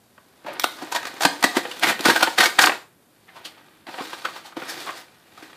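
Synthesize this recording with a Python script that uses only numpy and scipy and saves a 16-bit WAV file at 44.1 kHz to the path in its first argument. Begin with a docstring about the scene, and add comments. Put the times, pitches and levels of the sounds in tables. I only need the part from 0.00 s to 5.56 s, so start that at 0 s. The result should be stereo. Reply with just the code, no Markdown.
"""A crackling rip in short tugs: a perforated strip is torn off a cardboard mailer in a small room.
Each paper tab snaps as a burst of fibre clicks that rings the board, and hard tugs knock the hollow
mailer. Then the flap is folded open: the board creaks and taps, and fingers slide over it.
A close two-port microphone hears it all, with a short room tail and soft hiss underneath."""
import sys
import numpy as np
from scipy import signal
from scipy.fft import rfft, irfft, next_fast_len
from scipy.io import wavfile
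from scipy.ndimage import uniform_filter1d

SR = 44100
rng = np.random.default_rng(int(sys.argv[2]) if len(sys.argv) > 2 else 0)


def master_out(mix):
    """Clip the mix to full scale and print it as 16-bit PCM to the path in sys.argv[1]."""
    frames = np.transpose(np.atleast_2d(mix))
    ceiling = np.clip(frames, -1, 1)
    pcm = np.round(ceiling * 32767).astype(np.int16)
    wavfile.write(sys.argv[1], SR, pcm)


N = 245319

# fibres straining and skin sliding on the board: t/s, level/dB, treble lift/dB
FRICTION = [(0, -73.5, 10), (.43, -58, -4), (.47, -43.5, -8), (.56, -36.5, -21), (.62, -47, 5),
            (.98, -40.5, -6), (1.5, -41.5, 2), (1.81, -42.5, 3.5), (1.902, -24, 7.5), (1.97, -45.5, -18),
            (2.07, -28.5, 8.5), (2.35, -46.5, 9), (2.75, -39.5, -1), (2.901, -79.5, 6), (3.251, -64, 0.5),
            (3.4, -49, -10.5), (3.86, -61.5, -5.5), (3.88, -46, 0), (4.05, -41, 3), (4.37, -48.5, 2.5),
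            (4.551, -56, -11), (4.58, -41.5, -5), (4.8, -38.5, 4), (5.001, -47, 1.5), (5.06, -58, -1),
            (5.25, -59.5, -0.5), (5.4, -50, -0.5), (5.56, -53, 1)]


def tab_snaps():
    """Paper tabs break along the perforation, each with a hard, bright crack."""
    # t/s, level/dB, treble lift/dB, ring f/Hz, fade/ms
    snaps = [(.597, -15, 3, 986, 2.2), (.642, -6.5, -5.5, 1500, 2.83), (.923, -21.5, 4, 960, 8.5),
             (.95, -19, 2, 950, 7.2), (.962, -18, -0.5, 1800, 8.4), (1.03, -26.5, -10, 1265, 4.1),
             (1.054, -23, -2, 1980, 5.6), (1.071, -28, 1.5, 1918, 11), (1.209, -17.5, 0, 780, 4.6),
             (1.222, -19.5, 7, 838, 11.5), (1.235, -17.5, 1.5, 1715, 10), (1.252, -3.5, -1.5, 782, 4.55),
             (1.428, -13.5, -3, 670, 3.5), (1.441, -6, 1, 1886, 6.3), (1.57, -16, 1.5, 1970, 14),
             (1.654, -25.5, -15, 494, 11), (1.714, -29.5, 0.5, 2935, 10), (1.796, -35.5, 9, 550, 1.2),
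             (1.834, -11, -1.5, 2130, 14.8), (1.871, -15.5, -6, 1945, 7), (1.893, -15.5, -7.5, 1950, 19.7),
             (1.994, -28, -2, 502, 9), (2.008, -27, 7.5, 732, 3.4), (2.043, -26.5, 5, 705, 1.7),
             (2.057, -9, -1, 1452, 8.2), (2.084, -14, 0, 927, 11), (2.1, -10, -1, 1584, 11.6),
             (2.148, -31, -8.5, 1580, 3.7), (2.162, -13, -0.5, 1567, 10.7), (2.209, -18.5, -3.5, 920, 8.4),
             (2.229, -7.5, 0, 1520, 7.6), (2.274, -15, -16, 892, 6.8), (2.386, -11, 2.5, 1915, 10.6),
             (2.407, -8, 0, 1920, 12), (2.429, -15.5, -3.5, 1520, 5.4), (2.439, -15, 4, 1530, 22),
             (2.459, -13, 4, 2185, 7.6), (2.591, -2, -4.5, 1630, 5.6), (2.62, -16, 8, 1520, 31),
             (2.641, -6, -14.5, 1580, 5.2), (2.66, -29.5, 17.5, 1178, 4.4), (2.672, -9.5, -9.5, 1530, 8.3),
             (2.696, -13.5, -26.5, 670, 5.6), (2.721, -23.5, -25.5, 1390, 14)]
    return bursts(snaps, bass_db=-13, rise_share=.39, scatter_db=3, crack_db=14,
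                  ring_db=6.5, ring_share=.036)


def board_creaks():
    """The handled board creaks: slower swells of clicks with a soft attack."""
    # t/s, level/dB, treble lift/dB, ring f/Hz, fade/ms
    creaks = [(.468, -28, -9, 1010, 7.4), (.486, -26.5, -16.5, 580, 15.3), (.788, -39, 0, 1130, 6.7),
              (.824, -30, -2, 880, 15), (1.556, -26.5, 1, 930, 14), (3.29, -44.5, -12, 1936, 14),
              (3.366, -39.5, -2, 940, 18), (3.59, -52, -10, 1890, 13), (3.888, -33.5, -24, 960, 16),
              (3.943, -30, -14, 540, 5.7), (3.987, -26.5, -15, 786, 9.7), (4.006, -30, -8, 1090, 16),
              (4.134, -27.5, -4, 1070, 8.6), (4.364, -36, 1.5, 1170, 26), (4.461, -42, 6, 870, 29),
              (4.525, -40, -12, 1290, 6.9), (4.621, -28, -29, 1420, 4.3), (4.698, -32.5, 11, 1730, 25),
              (4.876, -30, -6, 1160, 27), (4.975, -42.5, 9, 2000, 34), (5.083, -49, -23, 2330, 5.3),
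              (5.5, -47, -4, 527, 8.3)]
    return bursts(creaks, bass_db=-13, rise_share=.52, scatter_db=2.5, crack_db=-3,
                  ring_db=7.5, ring_share=.067)


def board_taps():
    """Sudden taps of the handled board, grainy and with a strong ring; the sharp bright event near 0.64 s is a
    small tab snap of the tear, kept here."""
    # t/s, level/dB, treble lift/dB, ring f/Hz, fade/ms
    taps = [(.18, -38.5, -18, 1120, 5.5), (.447, -36.5, -23, 506, 4.7), (.621, -33, 9.5, 3460, 0.98),
            (.637, -28, 12, 3500, 1.1), (3.453, -36.5, 10, 2890, 19.6), (3.869, -34, -6, 930, 6.5),
            (4.252, -18, -5, 1400, 9), (4.287, -29, -8, 1080, 4.4), (4.569, -31, -4, 675, 10.5),
            (4.892, -24.5, -22, 1190, 10), (5.377, -38.5, 1, 1320, 6.7), (5.426, -38.5, 2, 2000, 14),
            (5.531, -37.5, -4.5, 2170, 3.1)]
    return bursts(taps, bass_db=-8.5, rise_share=.19, scatter_db=5, crack_db=3.5,
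                  ring_db=11.5, ring_share=.072)


def bursts(events, bass_db, rise_share, scatter_db, crack_db, ring_db, ring_share, size=4096):
    """Clicks swell, crack at the peak and fade; the spot that gives way favours one ring of the board."""
    out = np.zeros((2, N + 2 * size))
    hz, body = board(size)
    lead = size // 4
    ms = (np.arange(size) - lead) * 1000 / SR
    bright = hz ** 2 / (hz ** 2 + 2500 ** 2)
    crack_envelope = (ms >= 0) * np.exp(-np.abs(ms) / 1.2)
    for s, db, treble_db, ring_hz, fade_ms in events:
        rise_ms = rise_share * fade_ms
        envelope = swell(ms, rise_ms, fade_ms)
        ring = 1 + undb(ring_db) / (1 + 1j * (hz - ring_hz) / (ring_share * ring_hz))
        tilt = undb(on_log([(350, bass_db), (700, .0087), (2800, .0053), (5000, treble_db)], hz))
        # the quicker the build-up, the harder the crack
        crack = undb(crack_db) / max(rise_ms, .5) * bright * rfft(crack_envelope * fibres(size, 2.63))
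        spectra = (stereo_clicks(envelope, scatter_db, hz) + crack) * body * ring
        gain = undb(db) * np.linalg.norm(envelope) / midrange_level(spectra, hz, size)
        at = int(s * SR) - lead + size
        out[:, at:at + size] += irfft(gain * tilt * spectra, size)
    return out[:, size:size + N]


def fibres(size, scatter_db, biggest_db=15):
    """Dense clicks of breaking fibres: most are tiny, a few stand out."""
    return rng.standard_normal(size) * undb(np.minimum(scatter_db * rng.exponential(size=size), biggest_db))


def stereo_clicks(envelope, scatter_db, hz):
    """Left and right spectra of a wide tear: some clicks are shared, others arrive with opposite sign."""
    # side against mid: f/Hz, level/dB
    width = [(300, -12), (1000, -8), (2500, -4), (10000, 0)]
    mid, side = (rfft(envelope * fibres(len(envelope), scatter_db)) for _ in range(2))
    return mid + undb(on_log(width, hz)) * side * np.array([[1], [-1]])


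def board(size):
    """Frequency response of the cardboard: a broad tone with ringing modes on top."""
    # broad tone: f/Hz, level/dB
    tone = [(30, -48.5), (120, -7), (220, -5), (320, -3), (1500, -3.5), (3000, -4), (6000, -13),
            (15000, -22.5)]
    # resonances: f/Hz, width/Hz, level/dB over the broad tone
    modes = [(330, 84, 11), (499, 52, 0.5), (731, 263, 2), (927, 53, -5.5), (1212, 92, 0), (1516, 230, 0),
             (1865, 41, 2), (2406, 180, -7), (3650, 670, -3), (4525, 820, -2)]
    hz = np.arange(size // 2 + 1) * SR / size
    rings = sum(undb(db) * resonance(hz, centre, width) for centre, width, db in modes)
    return hz, undb(on_log(tone, hz)) * (1 + rings)


def mailer_knocks(size=4096):
    """A tug or a finger thumps the hollow mailer; the soft push reaches only its lowest rings."""
    # t/s, level/dB
    knocks = [(0.448, -38), (.824, -27), (.962, -44.5), (1.14, -41.5), (1.252, -16.5), (1.44, -16),
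              (1.568, -12), (1.654, -38), (1.836, -25), (1.871, -26), (1.9, -27), (1.999, -26),
              (2.058, -14.5), (2.085, -12.5), (2.104, -22.5), (2.163, -27.5), (2.23, -26.5), (2.276, -25.5),
              (2.392, -19.5), (2.46, -25.5), (2.593, -25), (2.642, -25), (2.681, -25), (3.886, -37.5),
              (4.007, -28.5), (4.569, -23.5), (4.622, -34), (5.426, -38)]
    out = np.zeros(N + 2 * size)
    hz, body = board(size)
    lead = size // 4
    envelope = swell((np.arange(size) - lead) * 1000 / SR, rise_ms=1, fade_ms=9.1)
    hollow = resonance(hz, centre_hz=260, width_hz=420) ** 2
    for s, db in knocks:
        thump = irfft(rfft(envelope * rng.standard_normal(size)) * body * hollow, size)
        at = int(s * SR) - lead + size
        out[at:at + size] += undb(db) * thump * np.linalg.norm(envelope) / np.linalg.norm(thump)
    return out[size:size + N]


def rubbing():
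    """A patter of small fibre clicks through the board, fluttering as the grip slips."""
    size = 2 * next_fast_len(N // 2 + 1, True)
    hz, body = board(size)
    s, db, treble_db = np.transpose(FRICTION)
    now = np.arange(size) / SR
    slip_db = 2 * uniform_filter1d(np.repeat(rng.standard_normal(size // 200 + 1), 200), 200)[:size]
    spectra = stereo_clicks(undb(slip_db), 3.36, hz) * body
    spectra *= np.sqrt(size) / midrange_level(spectra, hz, size)
    bass = 1 / (1 + (hz / 550) ** 4)
    treble = 1 / (1 + (3500 / (hz + 1)) ** 4)
    out = 0
    for band, lift_db in ((bass, -4.5), (1 - bass - treble, 0), (treble, treble_db)):
        out += irfft(spectra * band, size) * undb(np.interp(now, s, db + lift_db))
    return out[:, :N]


def fibre_ticks(per_second=45, lift_db=7.5, scatter_db=3, fade_ms=.6):
    """Lone fibres let go under strain: tiny bright ticks, each nearer one port."""
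    s, db, _ = np.transpose(FRICTION)
    chance, smallness, pan = rng.random((3, N))
    level_db = np.interp(np.arange(N) / SR, s, db) + lift_db - scatter_db * np.log(smallness + .02)
    triggers = (chance < per_second / SR) * undb(level_db)
    decay = np.exp(-1000 / (SR * fade_ms))
    envelope = signal.lfilter([1], [1, -decay], triggers * np.array([pan, 1 - pan]))
    ticks = envelope * rng.standard_normal(N)
    return signal.sosfilt(signal.butter(2, 4000, "high", fs=SR, output="sos"), ticks)


def room(dry, hop=8192):
    """The mailer keeps moving, so the room answers a little differently every moment."""
    mono = np.pad(dry.mean(axis=0), (hop, 2 * hop))
    wet = np.zeros((2, N + 3 * hop + SR))
    for at in range(0, N + hop, hop):
        grain = mono[at:at + 2 * hop] * signal.windows.hann(2 * hop, False)
        answer = signal.fftconvolve(grain[None], reflections(), axes=1)
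        wet[:, at:at + answer.shape[1]] += answer
    return wet[:, hop:hop + N]


def reflections(size=16384, early_db=-2.5, early_fade_ms=6.6, tail_db=-5.5):
    """One answer of the room: close reflections off hands and boxes, then the tail from the walls."""
    # reverb time: f/Hz, T60/s
    decay_times = [(150, 0.37), (1000, .33), (4000, 0.29), (12000, 0.36)]
    s = np.arange(size) / SR
    hz = np.arange(size // 2 + 1) * SR / size
    tail = 0
    for centre in 125 * 2. ** np.arange(8):
        mid, side = rng.standard_normal((2, size))
        width = min(centre / 2500 + .14, 1)  # bass is alike at both ports
        noise = mid + width * side * np.array([[1], [-1]])
        octave = np.maximum(1 - np.abs(np.log2((hz + 1) / centre)), 0)
        tail += irfft(rfft(noise) * octave) * undb(-60 * s / on_log(decay_times, centre))
    tail *= 1 - np.exp(-s / .0046)
    early = np.diff(rng.standard_normal((2, size + 1))) * np.exp(-s * 1000 / early_fade_ms)
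    return sum(undb(db) * part / np.linalg.norm(part, axis=1, keepdims=True)
               for part, db in ((tail, tail_db), (early, early_db)))


def hiss(level_db=-56):
    """Microphone hiss and faint room rumble, unrelated left and right."""
    # noise colour: f/Hz, relative level/dB
    colour = [(15, -65), (25, -25), (43, -28.5), (101, -13), (220, -11.5), (2900, -29.5), (5680, -34.5),
              (13400, -29.5), (15400, -47)]
    hz = np.arange(N // 2 + 1) * SR / N
    noise = irfft(rfft(rng.standard_normal((2, N))) * undb(on_log(colour, hz)), N)
    return noise * undb(level_db) / np.std(noise)


def swell(ms, rise_ms, fade_ms):
    """An envelope that builds to its peak at 0 ms, then fades."""
    return np.exp(np.where(ms < 0, ms / max(rise_ms, .1), -ms / max(fade_ms, .3)))


def resonance(hz, centre_hz, width_hz):
    """Band-pass response of one damped mode."""
    return 1j * hz * width_hz / (centre_hz ** 2 - hz ** 2 + 1j * hz * width_hz)


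def midrange_level(spectra, hz, size):
    """Root of the mono energy between 600 and 3000 Hz."""
    midrange = spectra.mean(axis=0)[(hz > 600) & (hz < 3000)]
    return np.sqrt(2 * np.sum(np.abs(midrange) ** 2) / size)


def on_log(table, hz):
    """Reads a table of f/Hz, value on a log-frequency axis."""
    at, value = np.transpose(table)
    return np.interp(np.log(np.maximum(hz, 1)), np.log(at), value)


def undb(db):
    """Decibels to amplitude."""
    return 10 ** (np.asarray(db) / 20)


def scene():
    """The close cardboard drifts from right to left over the room tail and hiss."""
    # how much later the left port hears the mailer: t/s, delay/samples
    left_delay = [(0, 7.5), (1.5, 5), (2.099, 3), (2.7, 1), (5.56, -4)]
    direct = tab_snaps() + board_creaks() + board_taps() + mailer_knocks() + rubbing() + fibre_ticks()
    wet = room(direct)
    lag = np.round(np.interp(np.arange(N) / SR, *np.transpose(left_delay))).astype(int)
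    direct[0] = direct[0, np.clip(np.arange(N) - lag, 0, N - 1)]
    return direct + wet + hiss()


def record(dry):
    """Each port has its own colour; peaks clip near full scale; the deepest bass and the top are cut."""
    # left over right: f/Hz, level/dB
    balance = [(60, -4), (110, 1), (200, -1), (380, 0), (700, -2), (1280, -1.5), (2370, 0.5), (4370, 1),
               (8070, -6), (14900, 0)]
    tilt_db = on_log(balance, np.arange(N // 2 + 1) * SR / N) / 2
    coloured = irfft(rfft(dry) * undb([tilt_db, -tilt_db]), N)
    clipped = np.clip(coloured, -.97, .97)
    low_cut = signal.sosfilt(signal.butter(1, 25, "high", fs=SR, output="sos"), clipped)
    return signal.sosfilt(signal.ellip(8, .2, 60, 14900, fs=SR, output="sos"), low_cut)


dry = scene()
out = record(dry)
master_out(out)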